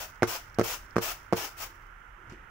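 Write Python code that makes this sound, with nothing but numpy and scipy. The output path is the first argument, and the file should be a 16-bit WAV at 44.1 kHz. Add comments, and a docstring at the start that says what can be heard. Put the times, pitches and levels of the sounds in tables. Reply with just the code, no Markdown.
"""Rice is winnowed on a woven bamboo tray in a small kitchen: four tosses, each drummed by fingers from below.
The blows are short pushes, ringing tray modes and cracking noise; the grain rains back with a swish of
random impacts that ring the weave. A last small slide settles the heap, stray grains tick and hands rub.
The tray is put down in soft bumps. Shaped noise gives the low rumble and the steady hiss behind it."""
import sys
import numpy as np
from scipy import signal
from scipy.fft import rfft, irfft
from scipy.io import wavfile
from scipy.ndimage import uniform_filter1d

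SR = 44100
rng = np.random.default_rng(int(sys.argv[2]) if len(sys.argv) > 2 else 0)


def put_to_file(sound):
    """Save the sound as 16-bit audio at rate SR, in the file named by the first command-line argument."""
    columns = np.atleast_2d(sound).T  # one column per channel
    safe = np.clip(columns, -1, 1)
    whole_steps = np.round(safe * 32767)
    wavfile.write(sys.argv[1], SR, whole_steps.astype(np.int16))


N = 110250

# Spectra. Each row: frequency in Hz, relative density in dB per Hz.
# Low rumble of the background.
RUMBLE_SPECTRUM = [(15, -17), (36, 2), (55, -12.5), (90, -11), (160, -22.5), (350, -29), (700, -33),
                   (2000, -26), (6000, -64.5)]
# Steady background hiss.
HISS_SPECTRUM = [(200, -16), (500, -11), (700, -11.5), (920, -2), (1100, -4), (1400, 5), (1800, -4.5),
                 (2100, -5.5), (2450, -14), (3000, -14.5), (4000, -37), (6000, -28.5), (9000, -37),
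                 (15500, -35)]
# Hands rubbing on the rim.
RUB_SPECTRUM = [(120, -28), (250, -16.5), (340, 28), (480, 1.5), (700, -13), (1200, -4), (4000, -46)]
# Heap jolted as the tray is put down.
JOLT_SPECTRUM = [(400, 3), (2500, 10.5), (4000, -3), (6000, 3), (9000, -11.5), (15500, -18)]
# Stray grain ticking on the weave.
TICK_SPECTRUM = [(1500, -20), (3500, -3), (5500, 13), (8000, -7), (15500, -12)]
# Grain landing on the tray.
GRAIN_SPECTRUM = [(180, -14), (300, -9), (348, -7), (553, -3), (652, 0.5), (923, 2), (1110, 0),
                  (1370, -0.5), (1670, -4), (2660, -1.5), (4090, -10), (5690, -2.5), (8890, -14),
                  (10100, -12), (12200, -13.5), (14800, -4.5), (15600, -3)]
# Crack of the bamboo strips.
CRACK_SPECTRUM = [(200, 0.5), (700, 7), (1400, 10.5), (2200, -2.5), (3800, -12), (5600, -7), (9000, -21),
                  (15500, -21)]
# First instant of a crack.
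CLICK_SPECTRUM = [(300, 8), (900, 8), (1600, -4), (2800, -10), (4000, -12), (5600, -7), (9000, -22),
                  (15500, -40)]

# Stereo balances. Each row: frequency in Hz, left-to-right level ratio in dB.
HISS_BALANCE = [(300, 0), (950, -19), (1900, -52), (3800, -4), (7000, 4), (15000, -3)]
# Landing grain, strays and jolts. Each row: frequency in Hz, left-to-right level ratio in dB.
GRAIN_BALANCE = [(700, -0.5), (1220, 0.5), (2010, -3), (3330, 1.5), (4500, 2), (5800, 13.5), (9000, 4),
                 (12000, 6), (15000, 22)]
# Cracks and rattle. Each row: frequency in Hz, left-to-right level ratio in dB.
CRACK_BALANCE = [(700, 24), (2000, -37), (3500, 5), (5500, 21), (15000, 21)]

# Left-right likeness of grain, cracks and rubs. Each row: frequency in Hz, correlation -1 to 1.
TRAY_LIKENESS = [(300, 1), (800, 0.87), (1500, .25), (3000, 0), (15000, 0)]
# Left-right likeness of the rumble. 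Each row: frequency in Hz, correlation -1 to 1.
RUMBLE_LIKENESS = [(60, 1.0), (500, 0.76)]

# Rumble level, stronger while the tray moves. Each row: time in seconds, level offset in dB.
RUMBLE_OFFSETS = [(0, -0.5), (.65, 1.5), (1.4, 1), (1.75, -1.5), (2.15, -3), (2.35, 3), (2.5, 0)]
# Decay of the kitchen reflections. Each row: frequency in Hz, T60 in seconds.
ROOM_T60_S = [(100, 0.21), (400, 0.24), (1500, 0.13), (5500, 0.51), (10000, 0.31), (15000, 0.1)]
# Modes of the tray. Each row: frequency in Hz, level in dB, T60 in seconds.
TRAY_MODES = [(110.7, -21, 0.11), (201, -27.5, 0.087), (225, -13, 0.057), (300, -49, .05),
              (360.7, -18, 0.13), (456, -24, 0.22), (458.4, -28.5, 0.089), (560, -68, 0.13),
              (690, -18, 0.037), (900, -30, .04), (1160, -24, 0.022), (1296, -57, 0.018), (2112, -32, 0.12)]
# Hands rubbing on the rim. Each row: start in seconds, length in seconds, level in dB.
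RIM_RUBS = [(-.05, 0.19, -71), (0.766, 0.36, -66), (1.115, 0.29, -70), (1.45, 0.44, -68), (2.171, 0.1, -61),
            (2.293, 0.098, -55.5)]
# Bumps as the tray is put down. Each row: start in seconds, thud in dB, push pitch in Hz, grain jolt in dB.
BUMPS = [(2.272, -45, 99, -69), (2.282, -46.5, 133, -72), (2.297, -43.5, 96, -54.5),
         (2.322, -38.5, 240, -56.5), (2.336, -47, 397, -70)]
# Stray grains. Each row: start in seconds, level in dB.
STRAY_GRAINS = [(0.156, -63), (.498, -63.5), (0.545, -49.5), (.862, -59), (.908, -56), (1.245, -69)]
# Grain landing on the tray. Each row: start in seconds, length in seconds, flow in dB, rise in seconds.
LANDING_FLOWS = [(-.06, 0.095, -1.5, .02), (0.265, 0.091, 2.5, 0.015), (0.629, 0.11, 1.5, 0.01),
                 (1.003, 0.11, 1.5, 0.019), (1.349, 0.1, 2, 0.019), (1.563, 0.071, -0.5, 0.041)]
# Finger blows. Each row: start in seconds, level in dB, push pitch in Hz, snap pitch in Hz,
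# spot across the tray 0 to 1, then crack, snap and ring, each in dB relative to the push.
FINGER_BLOWS = [(0.223, -11.5, 560, 2060, .3, -13, -7.5, -0.5), (.2309, -11, 487, 1430, .5, -1.5, 0, 2),
                (0.2394, -22, 383, 1300, .5, -7, -6, -11), (0.5865, -15.5, 510, 746, .26, -5, -21, 6),
                (0.5954, -12.5, 486, 1250, 0.5, -4.5, -6.5, 1),
                (0.6122, -13.5, 445, 1980, 0.33, -6, -13, -5), (0.959, -31, 300, 900, .4, 0, 1.5, -11),
                (0.9654, -12, 448, 1206, 0.18, -7.5, -2, 1), (.9825, -16, 417, 1800, 0.4, -4.5, -10.5, -2),
                (1.3260, -11, 585, 856, .25, -11, -24, -7), (1.3318, -12, 480, 1140, 0.36, -6, -12.5, 1.5)]

RUMBLE_DB, HISS_DB = -53.5, -55
TRAY_ROOM_DB, GRAIN_ROOM_DB = -12, -22
CUT_HZ, LOW_CUT_HZ = 15750, 100
JOLT_T60_S, BUMP_RING_DB, STRAY_T60_S = 0.13, -2.5, 0.023

# Grain flow: the fall ends a swish, the trickle lingers, the surge peaks as the bulk of the heap lands.
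FALL_DB_PER_S, TRICKLE_DB, TRICKLE_DB_PER_S = 339, -18.5, 81
FLUTTER_RMS_DB, FLUTTER_S, SURGE_DB, SURGE_S = 1.0, 0.0094, 1, 0.01
# Impact rates are per channel at unit flow; coarse and late levels are relative to the fine wash.
FINE_PER_S, COARSE_PER_S, LATE_PER_S = 9000, 220, 81
SWISH_DB, COARSE_DB, LATE_DB, LATE_LAG_S = -37, -13, -34, 0.012
GRAIN_SPREAD_DB, WEAVE_RING_DB, WEAVE_T60_S = 2, 6, 0.061
PATCHES_PER_S, PATCH_SCATTER = 22, 0.45  # travel of the landing spot, scatter in patches

PUSH_CYCLES = 0.93  # the weave bulges once and springs back
SPOT_DB = 3.5  # swing of mode level with the spot struck
PAD_HZ = 2950  # soft finger pads round off the push and snap
SNAP_T60_S = 0.0093
CRACK_DB, CRACK_T60_S, RATTLE_DB, RATTLE_T60_S, CLICK_DB = -7.5, 0.019, -15, 0.084, -5


def amp(db):
    """Converts dB to an amplitude factor."""
    return 10 ** (np.asarray(db) / 20)


def unit(x):
    """Scales to rms 1."""
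    return x / np.sqrt(np.mean(x ** 2) + 1e-20)


def decay(t, t60_s):
    """Exponential decay, 60 dB down after t60_s."""
    return np.exp(-np.log(1000) * t / t60_s)


def read(points, hz):
    """Interpolates a table on a log-frequency axis."""
    f, value = np.transpose(points)
    return np.interp(np.log(hz + 1), np.log(f + 1), value)


def add(mix, start_s, sound):
    """Mixes a sound in place at start_s."""
    part = mix[..., max(round(start_s * SR), 0):][..., :sound.shape[-1]]
    part += sound[..., :part.shape[-1]]


def colour(pair, spectrum, balance=None, likeness=None):
    """Gives two unrelated signals a spectrum, balance and likeness; their centre has rms 1."""
    size = pair.shape[1]
    hz = np.fft.rfftfreq(size, 1 / SR)
    a, b = rfft(pair)
    c = np.clip(read(likeness, hz), -1, 1) if likeness else 0 * hz
    side = amp(read(balance, hz) / 2) if balance else 1 + 0 * hz
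    left = a * side
    right = (c * a + np.sqrt(1 - c ** 2) * b) / side
    centre_gain = np.sqrt(side ** 2 + side ** -2 + 2 * c)
    out = irfft(np.array([left, right]) * amp(read(spectrum, hz)) / centre_gain, size)
    return out / (out.mean(0).std() + 1e-12)


def burst(spectrum, t60_s, balance, size=8192):
    """Coloured noise dying exponentially."""
    noise = colour(rng.standard_normal((2, size)), spectrum, balance, TRAY_LIKENESS)
    return noise * decay(np.arange(size) / SR, t60_s)


def blow(push_hz, ring_db, spot=0, size=8192):
    """One quick bulge of the weave plus decaying tray modes weighted by the spot struck."""
    t = np.arange(size) / SR
    push = np.sin(2 * np.pi * push_hz * t) * np.exp(-(push_hz * t / PUSH_CYCLES) ** 4)
    ring = np.zeros(size)
    for k, (hz, db, t60_s) in enumerate(TRAY_MODES):
        mode_db = db + SPOT_DB * np.cos(np.pi * k * spot)
        ring += amp(mode_db) * decay(t, t60_s) * np.sin(2 * np.pi * hz * t)
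    return push + amp(ring_db) * ring


def background():
    """Low rumble near the middle and a steady hiss mostly to the right, both shaped noise."""
    rumble = colour(rng.standard_normal((2, N)), RUMBLE_SPECTRUM, likeness=RUMBLE_LIKENESS)
    rumble_db = RUMBLE_DB + np.interp(np.arange(N) / SR, *np.transpose(RUMBLE_OFFSETS))
    hiss = colour(rng.standard_normal((2, N)), HISS_SPECTRUM, HISS_BALANCE)
    return amp(rumble_db) * rumble + amp(HISS_DB) * hiss


def room(x):
    """Sparse reflections from the kitchen walls, each band dying at its own speed."""
    taps = rng.standard_normal((2, SR)) * (rng.random((2, SR)) < 0.15)
    taps[:, :SR // 200] = 0  # no reflection in the first 5 ms
    hz, t, bands = signal.stft(taps, SR, nperseg=256)
    bands = bands * decay(t, read(ROOM_T60_S, hz)[:, None])
    tail = signal.istft(bands, SR, nperseg=256)[1]
    return signal.fftconvolve(x, tail / np.linalg.norm(tail[0]), axes=1)[:, :N]


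def hands():
    """Faint friction on the rim: noise with a low-mid hump near 340 Hz, swelling and fading."""
    t, swell = np.arange(N) / SR, np.zeros(N)
    for start_s, length_s, db in RIM_RUBS:
        swell += amp(db) * np.sin(np.pi * np.clip((t - start_s) / length_s, 0, 1))
    return swell * colour(rng.standard_normal((2, N)), RUB_SPECTRUM, likeness=TRAY_LIKENESS)


def put_down():
    """The rim meets the floor in a few soft bumps that ring the tray and jolt the heap."""
    out = np.zeros((2, N))
    for start_s, thud_db, push_hz, jolt_db in BUMPS:
        thud = amp(thud_db) * blow(push_hz, BUMP_RING_DB)
        jolt = amp(jolt_db) * burst(JOLT_SPECTRUM, JOLT_T60_S, GRAIN_BALANCE)
        add(out, start_s, thud + jolt)
    return out


def strays():
    """Single grains tick on the weave as short noise bursts."""
    out = np.zeros((2, N))
    for start_s, db in STRAY_GRAINS:
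        add(out, start_s, amp(db) * burst(TICK_SPECTRUM, STRAY_T60_S, GRAIN_BALANCE))
    return out


def impacts(per_s, flow, patches=11):
    """Random clicks, denser and harder with the flow; each briefly rings the patch of weave it lands on."""
    hits = rng.random((2, N)) < per_s / SR * np.sqrt(flow)
    size_db = GRAIN_SPREAD_DB * np.minimum(rng.exponential(1, (2, N)), 4)
    force = hits * amp(size_db) * rng.choice([-1, 1], (2, N)) * flow ** 0.98
    # The landing spot travels round the patches.
    position = PATCHES_PER_S * np.arange(N) / SR + PATCH_SCATTER * rng.standard_normal(N)
    patch = np.floor(position) % patches
    t = np.arange(SR // 25) / SR
    clicks = force.copy()
    for k in range(patches):
        ring = rng.standard_normal((2, len(t))) * decay(t, WEAVE_T60_S)
        ring /= np.linalg.norm(ring[0])
        clicks += amp(WEAVE_RING_DB) * signal.oaconvolve(force * (patch == k), ring, axes=1)[:, :N]
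    return colour(clicks, GRAIN_SPECTRUM, GRAIN_BALANCE, TRAY_LIKENESS) * np.sqrt(np.mean(flow ** 2))


def grain():
    """Dense tiny impacts: they swell, hold while the grain lands, then thin to a trickle."""
    t, flow = np.arange(N) / SR, np.zeros(N)
    for start_s, length_s, db, rise_s in LANDING_FLOWS:
        from_end_s = t - start_s - length_s
        after_s = np.maximum(from_end_s, 0)
        release = amp(-FALL_DB_PER_S * after_s) + amp(TRICKLE_DB - TRICKLE_DB_PER_S * after_s)
        surge_db = SURGE_DB * np.exp(-(from_end_s / SURGE_S) ** 2)
        flow += amp(db + surge_db) * np.clip((t - start_s) / rise_s, 0, 1) * release
    flutter = unit(uniform_filter1d(rng.standard_normal(N), int(FLUTTER_S * SR)))
    flow *= amp(FLUTTER_RMS_DB * flutter)
    # Late grains bounce on after the heap has landed.
    late_flow = np.sqrt(np.interp(t - LATE_LAG_S, t, flow))
    fine = impacts(FINE_PER_S, flow)
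    coarse = amp(COARSE_DB) * impacts(COARSE_PER_S, flow ** 0.56, patches=4)
    late = amp(LATE_DB) * impacts(LATE_PER_S, late_flow, patches=3)
    return amp(SWISH_DB) * (fine + coarse + late)


def click(size=256):
    """One sharp spike with a shaped spectrum, peak 1, faded at its end."""
    spike = irfft(amp(read(CLICK_SPECTRUM, np.fft.rfftfreq(size, 1 / SR))), size)
    spike = np.roll(spike, size // 16)
    fade = np.minimum(1, 4 * (1 - np.arange(size) / size) ** 2)
    return spike / spike.max() * fade


def fingers():
    """Two or three fingers hit the tray milliseconds apart; the strips snap, crack and rattle."""
    out, t = np.zeros((2, N)), np.arange(8192) / SR
    pad = signal.butter(2, PAD_HZ, fs=SR, output="sos")
    for start_s, db, push_hz, snap_hz, spot, crack_db, snap_db, ring_db in FINGER_BLOWS:
        # Two-row factors are left and right.
        snap = np.sin(2 * np.pi * snap_hz * t) * decay(t, SNAP_T60_S) * amp([[-3.5], [2.5]])
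        crack = amp(CRACK_DB) * burst(CRACK_SPECTRUM, CRACK_T60_S, CRACK_BALANCE)
        crack += amp(RATTLE_DB) * burst(CRACK_SPECTRUM, RATTLE_T60_S, CRACK_BALANCE)
        add(crack, 0, amp(CLICK_DB) * click() * amp([[-2], [2]]))
        body = blow(push_hz, ring_db, spot) * amp([[-1.1], [0.9]]) + amp(snap_db) * snap
        body = signal.sosfilt(pad, body)
        add(out, start_s, amp(db) * (body + amp(crack_db) * crack))
    return signal.sosfilt(signal.butter(2, LOW_CUT_HZ, "high", fs=SR, output="sos"), out)


def scene():
    """Sums tray, rice, their reflections and the background."""
    tray = fingers() + hands() + put_down()
    rice = grain() + strays()
    reflections = room(amp(TRAY_ROOM_DB) * tray + amp(GRAIN_ROOM_DB) * rice)
    return tray + rice + reflections + background()


def record(dry):
    """Band limit of the recorder: a steep linear-phase low-pass."""
    low_pass = signal.firwin(1023, CUT_HZ, window=("kaiser", 9), fs=SR)
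    return signal.oaconvolve(dry, low_pass[None], "same")


dry = scene()
out = record(dry)
put_to_file(out)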